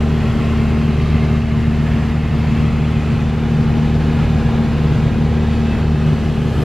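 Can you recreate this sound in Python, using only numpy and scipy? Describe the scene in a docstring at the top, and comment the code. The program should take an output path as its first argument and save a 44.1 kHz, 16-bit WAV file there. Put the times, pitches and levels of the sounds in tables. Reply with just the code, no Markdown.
"""A four-cylinder engine and its propeller drone at a nearly even speed, heard in a small plane's cockpit in cruise.
The drone sums crankshaft orders; noise puffs give the exhaust and wavering lines the buzzing panels.
Shaped noise gives turbulence booming in the cabin, the slipstream over the windscreen and a wide hiss.
A thin whine, made of wavering tones, comes in near the end. A close pair of microphones hears it all."""
import sys
import numpy as np
from scipy import signal
from scipy.fft import rfft, irfft
from scipy.io import wavfile
from scipy.ndimage import uniform_filter1d, map_coordinates

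SR = 44100
rng = np.random.default_rng(int(sys.argv[2]) if len(sys.argv) > 2 else 0)


def int16_out(signal):
    """Quantize to a 16-bit WAV file."""
    q = np.round(np.clip(np.atleast_2d(signal).T, -1, 1) * 32767)
    wavfile.write(sys.argv[1], SR, q.astype(np.int16))


N = 292824
TIME = np.arange(N) / SR

# crankshaft speed: time_s, turns_per_s
SPEED = [(0, 37.871), (0.5, 37.86), (0.8, 37.909), (1.4, 37.987), (2, 38.05), (2.6, 38.107), (3.2, 38.079),
         (3.8, 38.179), (4.4, 38.17), (5, 38.141), (5.6, 38.086), (6.2, 37.995), (6.64, 37.995)]
# engine lines before swells; even orders are firings and blade passes, the rest come from unequal cylinders:
# multiple of crank speed, side_db (rms, from the side window), ahead_db (rms, from ahead)
ORDERS = [(1, -32.5, -32), (1.5, -46, -48), (2, -20, -20), (2.5, -38, -37), (3, -32, -34), (3.5, -39, -40),
          (4, -20.5, -20.5), (4.5, -39, -40), (5, -39, -43), (5.5, -46, -36), (6, -22, -22),
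          (6.5, -40, -43), (7, -44, -38), (7.5, -69, -49), (8, -46.5, -41.5), (8.5, -49, -51),
          (9, -45, -43.5), (10, -34.5, -34), (10.5, -42.5, -47), (11, -38, -38.5), (11.5, -52, -41),
          (12, -38.5, -39.5), (12.5, -50, -39.5), (13, -56, -41.5), (14, -54, -56), (14.5, -54, -46),
          (15, -51, -57), (16, -46.5, -60), (16.5, -69, -60), (17, -52, -52), (17.5, -48.5, -51),
          (18, -49.5, -48.5), (18.5, -51, -46.5), (19, -54, -54), (19.5, -47, -55), (20, -57, -56),
          (20.5, -57, -51), (21, -50, -48), (21.5, -51.5, -46), (22, -50.5, -48), (22.5, -57, -62),
          (23.5, -71, -48), (26, -58, -53.5), (27.5, -52, -51), (28, -52, -52)]
# swells of the upper engine lines and of the cabin roar: time_s, growl_db, roar_db
GROWL = [(0, 1, 0.5), (.5, 0, 1.5), (1.2, -1, -2), (1.32, 1, 0.5), (1.42, -3.5, -4), (2.1, -1.5, -0.6),
         (2.9, -2.5, -1), (3.6, -1, -0.1), (4.9, -0.5, 3), (5.1, -1, 1), (5.5, 0, 2), (6.2, -2.5, 2.2),
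         (6.6, -0.5, 4.5)]


def gain_of(db):
    """Decibels to amplitude gain."""
    return 10 ** (np.asarray(db) / 20)


def evened(x):
    """Scales x to rms 1."""
    return x / np.sqrt(np.mean(abs(x) ** 2) + 1e-20)


def read(points, hz):
    """A spectrum's value at hz, interpolated on a log-frequency axis."""
    f, value = np.transpose(points)
    return np.interp(np.log(hz + 1), np.log(f + 1), value)


def follow(rows, t, column=1):
    """One column of a curve at the times t."""
    rows = np.asarray(rows)
    return np.interp(t, rows[:, 0], rows[:, column])


def within(t, start_s, end_s, ease_s):
    """Gate from 0 to 1 with linear ramps of ease_s, centred on start_s and end_s."""
    return np.clip(.5 + np.minimum(t - start_s, end_s - t) / ease_s, 0, 1)


def wander(rate_hz, size=2048):
    """Slow complex random signal of rms 1, its spectrum falling above rate_hz."""
    hz = np.fft.fftfreq(size, N / SR / size)
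    draws = rng.standard_normal(size) + 1j * rng.standard_normal(size)
    slow = np.fft.ifft(draws / (1 + (hz / rate_hz) ** 2))
    return np.interp(TIME, np.linspace(0, N / SR, size), evened(slow))


def coloured(x, spectrum):
    """Filters x by a spectrum in dB."""
    return irfft(rfft(x) * gain_of(read(spectrum, np.fft.rfftfreq(N, 1 / SR))), N)


def noise(spectrum):
    """Gaussian noise with the given density in dB per Hz."""
    return coloured(rng.standard_normal(N), spectrum) * np.sqrt(SR / 2)


def facing(t):
    """0 while the microphones face the side window, 1 once they have turned ahead."""
    turn_middle_s, turn_length_s = 3.16, 0.56
    return np.clip(.5 + (t - turn_middle_s) / turn_length_s, 0, 1)


def airflow(t):
    """Strength of the airflow over the cabin at the times t, in dB."""
    # time_s, level_db
    airflow_curve = [(0.0, -1.5), (.15, -1), (0.25, 2.5), (.33, -1), (.52, 1.3), (.8, 0), (1.2, 1),
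                     (1.3, 0.5), (1.42, -1.7), (1.72, -1.5), (1.95, 1.5), (2.18, -1.8), (2.58, 2),
                     (2.88, 0), (3.15, 1.5), (3.3, -1.5), (3.82, -0.3), (3.95, -1.5), (4.15, 1),
                     (4.75, -0.5), (4.95, 0), (5.22, -1.8), (5.45, -1.1), (5.66, -2), (5.77, 2),
                     (5.88, -3.5), (6.15, -0.5), (6.37, -4), (6.64, -1.8)]
    return follow(airflow_curve, t)


def roar_db():
    """The cabin's roar follows the airflow and its own swells."""
    return follow(GROWL, TIME, column=2) + 0.73 * airflow(TIME)


def buffet(turns, gust_db=0.6, chop=0.031):
    """Quick random flutter and a blade-rate ripple shake the slipstream and the exhaust rasp."""
    blades = 1 + chop * np.cos(2 * np.pi * 2 * turns)
    return gain_of(gust_db * wander(32).real) * blades


def gusty(x, patch_db=0.75, ripple_db=1.8, ease_s=0.37, size=2048):
    """Airflow swells x; the windscreen colours it, with passing moans and drifting patches of turbulence."""
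    # treble level: time_s, level_db
    treble_curve = [(0, 0.5), (.5, 0.5), (.85, -0.5), (1.32, 0), (1.42, -2.5), (2, -0.2), (2.2, -2.5),
                    (2.6, 0.5), (2.78, -1.7), (3.15, -0.5), (3.35, -2), (3.9, 0), (4.15, 0), (4.35, 0),
                    (4.63, -0.5), (4.75, -0.5), (4.97, 0.7), (5.08, -0.7), (5.45, -0.5), (5.58, 1),
                    (5.92, -1), (6.14, 1.5), (6.38, -1), (6.64, 1.5)]
    # level of the top treble, brightest at the end: time_s, level_db
    sheen_curve = [(0, 1.5), (1.4, 1.5), (6.1, -1), (6.45, 2.5), (6.64, 8)]
    # windscreen peaks and hollows: pitch_hz, width_hz, side_db, ahead_db
    windscreen_bands = [(1110, 47, 0, -4), (1646, 115, -1, 3.5), (2105, 71, 3, -1), (2450, 59, 1, 1.5),
                        (2676, 41, 2, -4), (2710, 50, -2, -1.5), (3600, 100, -2.5, 2)]
    # passing moans and dips: start_s, end_s, pitch_hz, width_hz, lift_db
    moan_bands = [(-0.5, 0.53, 620, 70, 4), (1, 1.2, 3750, 120, 4), (.3, 0.69, 1070, 68, 5.5),
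                  (1.3, 2.34, 1730, 150, 4), (2.7, 3.66, 1280, 130, 2), (4.3, 5.15, 486, 54, 14),
                  (4, 5.1, 800, 76, 3), (3, 3.6, 1560, 300, 0.5), (1.3, 2.2, 665, 80, 5),
                  (-0.5, 0.77, 800, 97, -4), (7, 6.3, 3080, 200, -2.5), (5, 4.9, 3660, 90, 1),
                  (3, 5.2, 1250, 180, -1.7), (0.5, 0.37, 8300, 600, 3), (1, 1, 4300, 700, 1.7),
                  (0, 0.55, 1840, 150, 2.5)]

    hz, t, z = signal.stft(x, SR, nperseg=size, noverlap=size - size // 4)
    hz = hz[:, None]
    high = read([(2400, 0.11), (4000, 0.84)], hz)  # share that follows the treble curve
    db = (1 - high) * 0.88 * airflow(t) + high * follow(treble_curve, t)
    ahead = facing(t)
    for pitch_hz, width_hz, side_db, ahead_db in windscreen_bands:
        band = np.exp(-((hz - pitch_hz) / width_hz) ** 2)
        db = db + (side_db + ahead * (ahead_db - side_db)) * band
    for start_s, end_s, pitch_hz, width_hz, lift_db in moan_bands:
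        band = np.exp(-((hz - pitch_hz) / width_hz) ** 2)
        db = db + lift_db * within(t, start_s, end_s, ease_s) * band
    db = db + follow(sheen_curve, t) * read([(7000, 0.065), (11500, 0.87), (14000, 0.7)], hz)
    patches = uniform_filter1d(rng.standard_normal(z.shape), size=14, axis=0)
    patches = uniform_filter1d(patches, size=7, axis=1)
    # a fine ripple over frequency that drifts slowly, as from cabin reflections
    ripple = uniform_filter1d(rng.standard_normal(z.shape), size=2, axis=0)
    ripple = uniform_filter1d(ripple, size=70, axis=1)
    db = db + patch_db * evened(patches) + ripple_db * evened(ripple)
    return signal.istft(z * gain_of(db), SR, nperseg=size, noverlap=size - size // 4)[1][:N]


def hiss():
    """Airy noise with the slipstream's slow swells and colouring."""
    # pitch_hz, density_db_per_hz (before swells)
    hiss_spectrum = [(1000, -94), (2500, -97), (4500, -90.5), (7000, -91), (9500, -97), (12200, -95.5),
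                     (13500, -104), (15500, -115)]
    return gusty(noise(hiss_spectrum))


def slipstream(shake):
    """Air rushing over the windscreen: broadband noise, swelled by airflow, with flutter and blade-rate ripple."""
    # pitch_hz, density_db_per_hz (before swells)
    rush_spectrum = [(300, -74), (800, -65.5), (1200, -65), (1500, -68.5), (2050, -68), (2320, -70),
                     (2600, -67.5), (3300, -74), (4600, -80), (5600, -85.5), (7000, -88), (9200, -98),
                     (12200, -100), (14500, -116)]
    return shake * gusty(noise(rush_spectrum))


def whine(waver=0.93, blur_hz=28.0, ease_s=0.26):
    """A few thin, unsteady high tones that fade in and out."""
    # start_s, end_s, pitch_hz, level_db (rms before fades)
    whine_tones = [(4.6, 6.6, 2634, -56), (5.5, 6.02, 2630, -46.5), (6.35, 7, 5028, -68),
                   (6.35, 7, 7773, -66), (6.35, 7, 8882, -73)]
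    out = np.zeros(N)
    for start_s, end_s, pitch_hz, level_db in whine_tones:
        tone = evened(1 + waver * wander(blur_hz)) * np.exp(2j * np.pi * pitch_hz * TIME)
        out += np.sqrt(2) * gain_of(level_db) * within(TIME, start_s, end_s, ease_s) * tone.real
    return out


def boom(turns, throb=0.014, lope=0.036):
    """Turbulence in the cabin's air resonances, pumped by each firing and once per two-turn cycle."""
    # pitch_hz, density_db_per_hz (before swells)
    boom_spectrum = [(10, -63), (22, -59), (31, -51), (45, -48), (90, -44.5), (122, -39), (150, -40.5),
                     (188, -49.5), (222, -44.5), (258, -52.5), (370, -56.5), (430, -60), (500, -63),
                     (820, -67), (1300, -107)]
    # swells of the deep boom: time_s, level_db
    surge_curve = [(0, -4), (.8, -2), (1.08, 4.5), (1.4, 3), (1.9, 3.5), (2.27, -4), (2.6, 5), (2.85, -9.5),
                   (3.1, 1.5), (3.38, -2), (3.68, 3.5), (3.95, 0.5), (4.27, 2), (4.85, -2.5), (5.15, 5),
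                   (5.5, -3.5), (6.03, 1), (6.4, 0)]
    pump = 1 + throb * np.cos(2 * np.pi * 2 * turns) + lope * np.cos(np.pi * turns)
    air = noise(boom_spectrum) * evened(pump)
    deep = coloured(air, [(190, -7.0), (280, -8.5), (400, -27)])
    return deep * gain_of(follow(surge_curve, TIME)) + (air - deep) * gain_of(roar_db())


def buzz(turns, scatter_db=1.5, waver=0.48, count=60):
    """Panels answer the high whole and half orders absent from ORDERS with weak, wavering lines."""
    # pitch_hz, level_db (rms per line, before scatter and swells)
    buzz_spectrum = [(500, -59), (700, -56), (900, -65), (1070, -53), (1150, -65), (1250, -57.5),
                     (1650, -64)]
    out, crank_hz = np.zeros(N), np.mean(np.asarray(SPEED)[:, 1])
    strong = np.round(2 * np.asarray(ORDERS)[:, 0]) / 2
    for multiple in np.setdiff1d(13.5 + np.arange(count) / 2, strong):
        db = read(buzz_spectrum, multiple * crank_hz) + scatter_db * rng.standard_normal()
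        phase_turns = multiple * turns + rng.random()
        line = evened(1 + waver * wander(0.89)) * np.exp(2j * np.pi * phase_turns)
        out += np.sqrt(2) * gain_of(db) * line.real
    return out * gain_of(roar_db())


def rasp(turns, level_db=-44.0, decay_strokes=0.55, delay_turns=0.022, sway=0.45):
    """Each exhaust stroke gives a decaying mid-range noise puff; one cylinder barks louder than the rest."""
    # exhaust puff strength in firing order: level_db
    cylinder_levels = [1.5, 1, 3, 4.5]
    strokes = 2 * (turns - delay_turns)
    cylinder = np.floor(strokes).astype(int) % len(cylinder_levels)
    force = gain_of(cylinder_levels)[cylinder]
    puffs = force * np.exp(-(strokes % 1) / decay_strokes) * rng.standard_normal(N)
    puffs = coloured(puffs, [(100, -8), (330, 2.0), (550, 3), (820, 2), (950, -10), (2500, -45), (6000, -86)])
    return evened(puffs) * gain_of(level_db + sway * roar_db())


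def line_db(multiple):
    """Level of one order over time: firing tones and higher lines swell and sink."""
    # firing tones (orders 2, 4, 6): time_s, first_db, second_db, third_db
    firing_curves = [(0, 5, -1.5, 3), (0.15, -1.5, 1.5, 1.0), (0.35, -4, -3.5, -0.5), (0.6, 0.5, -3.5, 1.5),
                     (0.8, 1, -2.5, 3.5), (1, 2.5, 0.5, -4.5), (1.3, -0.5, 3, -0.5), (1.5, -1.5, -2, 0.5),
                     (1.95, -0.5, 1.5, 1.0), (2.25, -3, -3.5, -2), (2.55, 0.5, 0.0, 0.5), (2.9, -1, 0.0, 1),
                     (3.3, -1.5, 0, -1.5), (3.7, -2.5, 1, 1.5), (4.3, 1.0, -0.5, -2),
                     (4.55, -4.5, -1.5, 1.5), (4.8, -1.5, 1.5, 0), (5.1, -2, 2.5, -2), (5.35, 0.5, -2, 1.5),
                     (5.65, -0.5, -5.0, 1.5), (5.85, -0.5, 0.0, -0.5), (6.1, -1.5, 2.5, -1.5),
                     (6.35, -5, -2, -0.5), (6.64, -0.5, -2.0, -5.5)]
    # lifts and dips of higher lines: start_s, end_s, multiple of crank speed, lift_db
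    node_spans = [(.7, 1.4, 10, 1.5), (1.95, 2.4, 10, -18), (3.2, 3.86, 10, -2), (5.87, 7, 10, 2),
                  (1.7, 2.9, 11, -9), (3.3, 5, 11, -7), (1.7, 3.1, 12, 1.5), (4.7, 5, 12, 1),
                  (5.8, 6.3, 12, -10), (4.2, 4.7, 21.5, 1), (5.5, 7, 21.5, 3), (5, 7, 20.5, -7),
                  (4.2, 4.8, 19.5, 5), (4.1, 5.3, 26, 7), (4.2, 4.8, 28, 2.5)]
    if multiple in (2, 4, 6):
        return follow(firing_curves, TIME, column=int(multiple / 2))
    db = follow(GROWL, TIME) * (multiple >= 10)
    for start_s, end_s, line, lift_db in node_spans:
        if np.round(2 * line) / 2 == multiple:
            db = db + lift_db * within(TIME, start_s, end_s, .35)
    return db


def stroke(multiple, turns):
    """Angle of one order: the lines add up to firing pulses, a low chug, a knock each turn and a bark each cycle."""
    knock_lag_turns, bark_lag_turns = .04, 1.53
    push = np.pi / 3  # each pulse is a push followed by a suck
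    smear = rng.uniform(-np.pi, np.pi)  # the cabin's reflections smear the other lines
    if multiple in (2, 4, 6):
        return 2 * np.pi * multiple * turns + push
    if multiple < 9:
        return 2 * np.pi * multiple * turns - np.pi / 4 + smear / 8  # one cylinder fires off the beat
    if multiple <= 13:
        knock = 2 * np.pi * multiple * (turns - knock_lag_turns)
        return knock + push + np.pi * (multiple % 1) + smear / 6
    return 2 * np.pi * multiple * (turns - bark_lag_turns) + smear * 2 / 3


def drone(turns, firing_db=-0.25, uneven_burn=0.045, count=600):
    """Firing orders line up as one pulse per half turn, each of its own force; all orders flutter."""
    firing_flutter, uneven_flutter, upper_flutter = .05, .22, .09  # shares of line strength
    out, ahead = np.zeros(N), facing(TIME)
    force = 1 + uneven_burn * map_coordinates(rng.standard_normal(count), [2 * turns], order=3)
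    for multiple, side_db, ahead_db in ORDERS:
        multiple = np.round(2 * multiple) / 2
        if multiple % 2 == 0:
            db, depth = firing_db, firing_flutter
        else:
            db, depth = 0., upper_flutter if multiple >= 10 else uneven_flutter
        line = (1 + depth * wander(10.5)) * np.exp(1j * stroke(multiple, turns))
        db = db + side_db + ahead * (ahead_db - side_db) + line_db(multiple)
        out += np.sqrt(2) * gain_of(db) * line.real
    return force * out


def microphones(x):
    """Two microphones at slightly different places in the cabin's standing waves: level and phase differ."""
    # pitch_hz, left_minus_right_db
    balance_curve = [(60, -.15), (150, .1), (200, 1.2), (260, 1.8), (310, 1.5), (390, 3), (470, 2),
                     (600, -.1), (1200, -.1)]
    # pitch_hz, left_lead_rad
    lead_curve = [(40, 0), (76, .07), (152, .19), (228, .3), (320, .35), (420, .05), (520, .2), (780, 0),
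                  (5000, -.08)]
    hz = np.fft.rfftfreq(N, 1 / SR)
    half = gain_of(read(balance_curve, hz) / 2) * np.exp(1j * read(lead_curve, hz) / 2)
    return irfft(rfft(x) * np.array([half, 1 / half]), N)


def scene():
    """Engine, cabin and slipstream at the microphones, plus hiss and diffuse boom of opposite sign."""
    # share of the boom that differs between the microphones: pitch_hz, level_db
    diffuse_spectrum = [(50, -31), (110, -24), (250, -15.5), (500, -11.5), (1000, -20.5)]
    start_turns = .67  # crank position in its two-turn cycle
    turns = start_turns + np.cumsum(follow(SPEED, TIME)) / SR
    shake = buffet(turns)
    engine = drone(turns) + buzz(turns) + boom(turns) + shake * rasp(turns)
    middle = engine + slipstream(shake) + whine()
    side = hiss() + coloured(boom(turns), diffuse_spectrum)
    return microphones(middle) + np.array([side, -side])


def record(dry):
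    """Fades both ends over 8 ms and low-passes the sound."""
    edge_hz = 15300
    ends = np.sin(np.pi / 2 * np.clip(np.minimum(TIME, TIME[-1] - TIME) / .008, 0, 1)) ** 2
    lowpass = signal.firwin(511, edge_hz, window=("kaiser", 9), fs=SR)
    return signal.oaconvolve(dry * ends, lowpass[None], "same")


dry = scene()
out = record(dry)
int16_out(out)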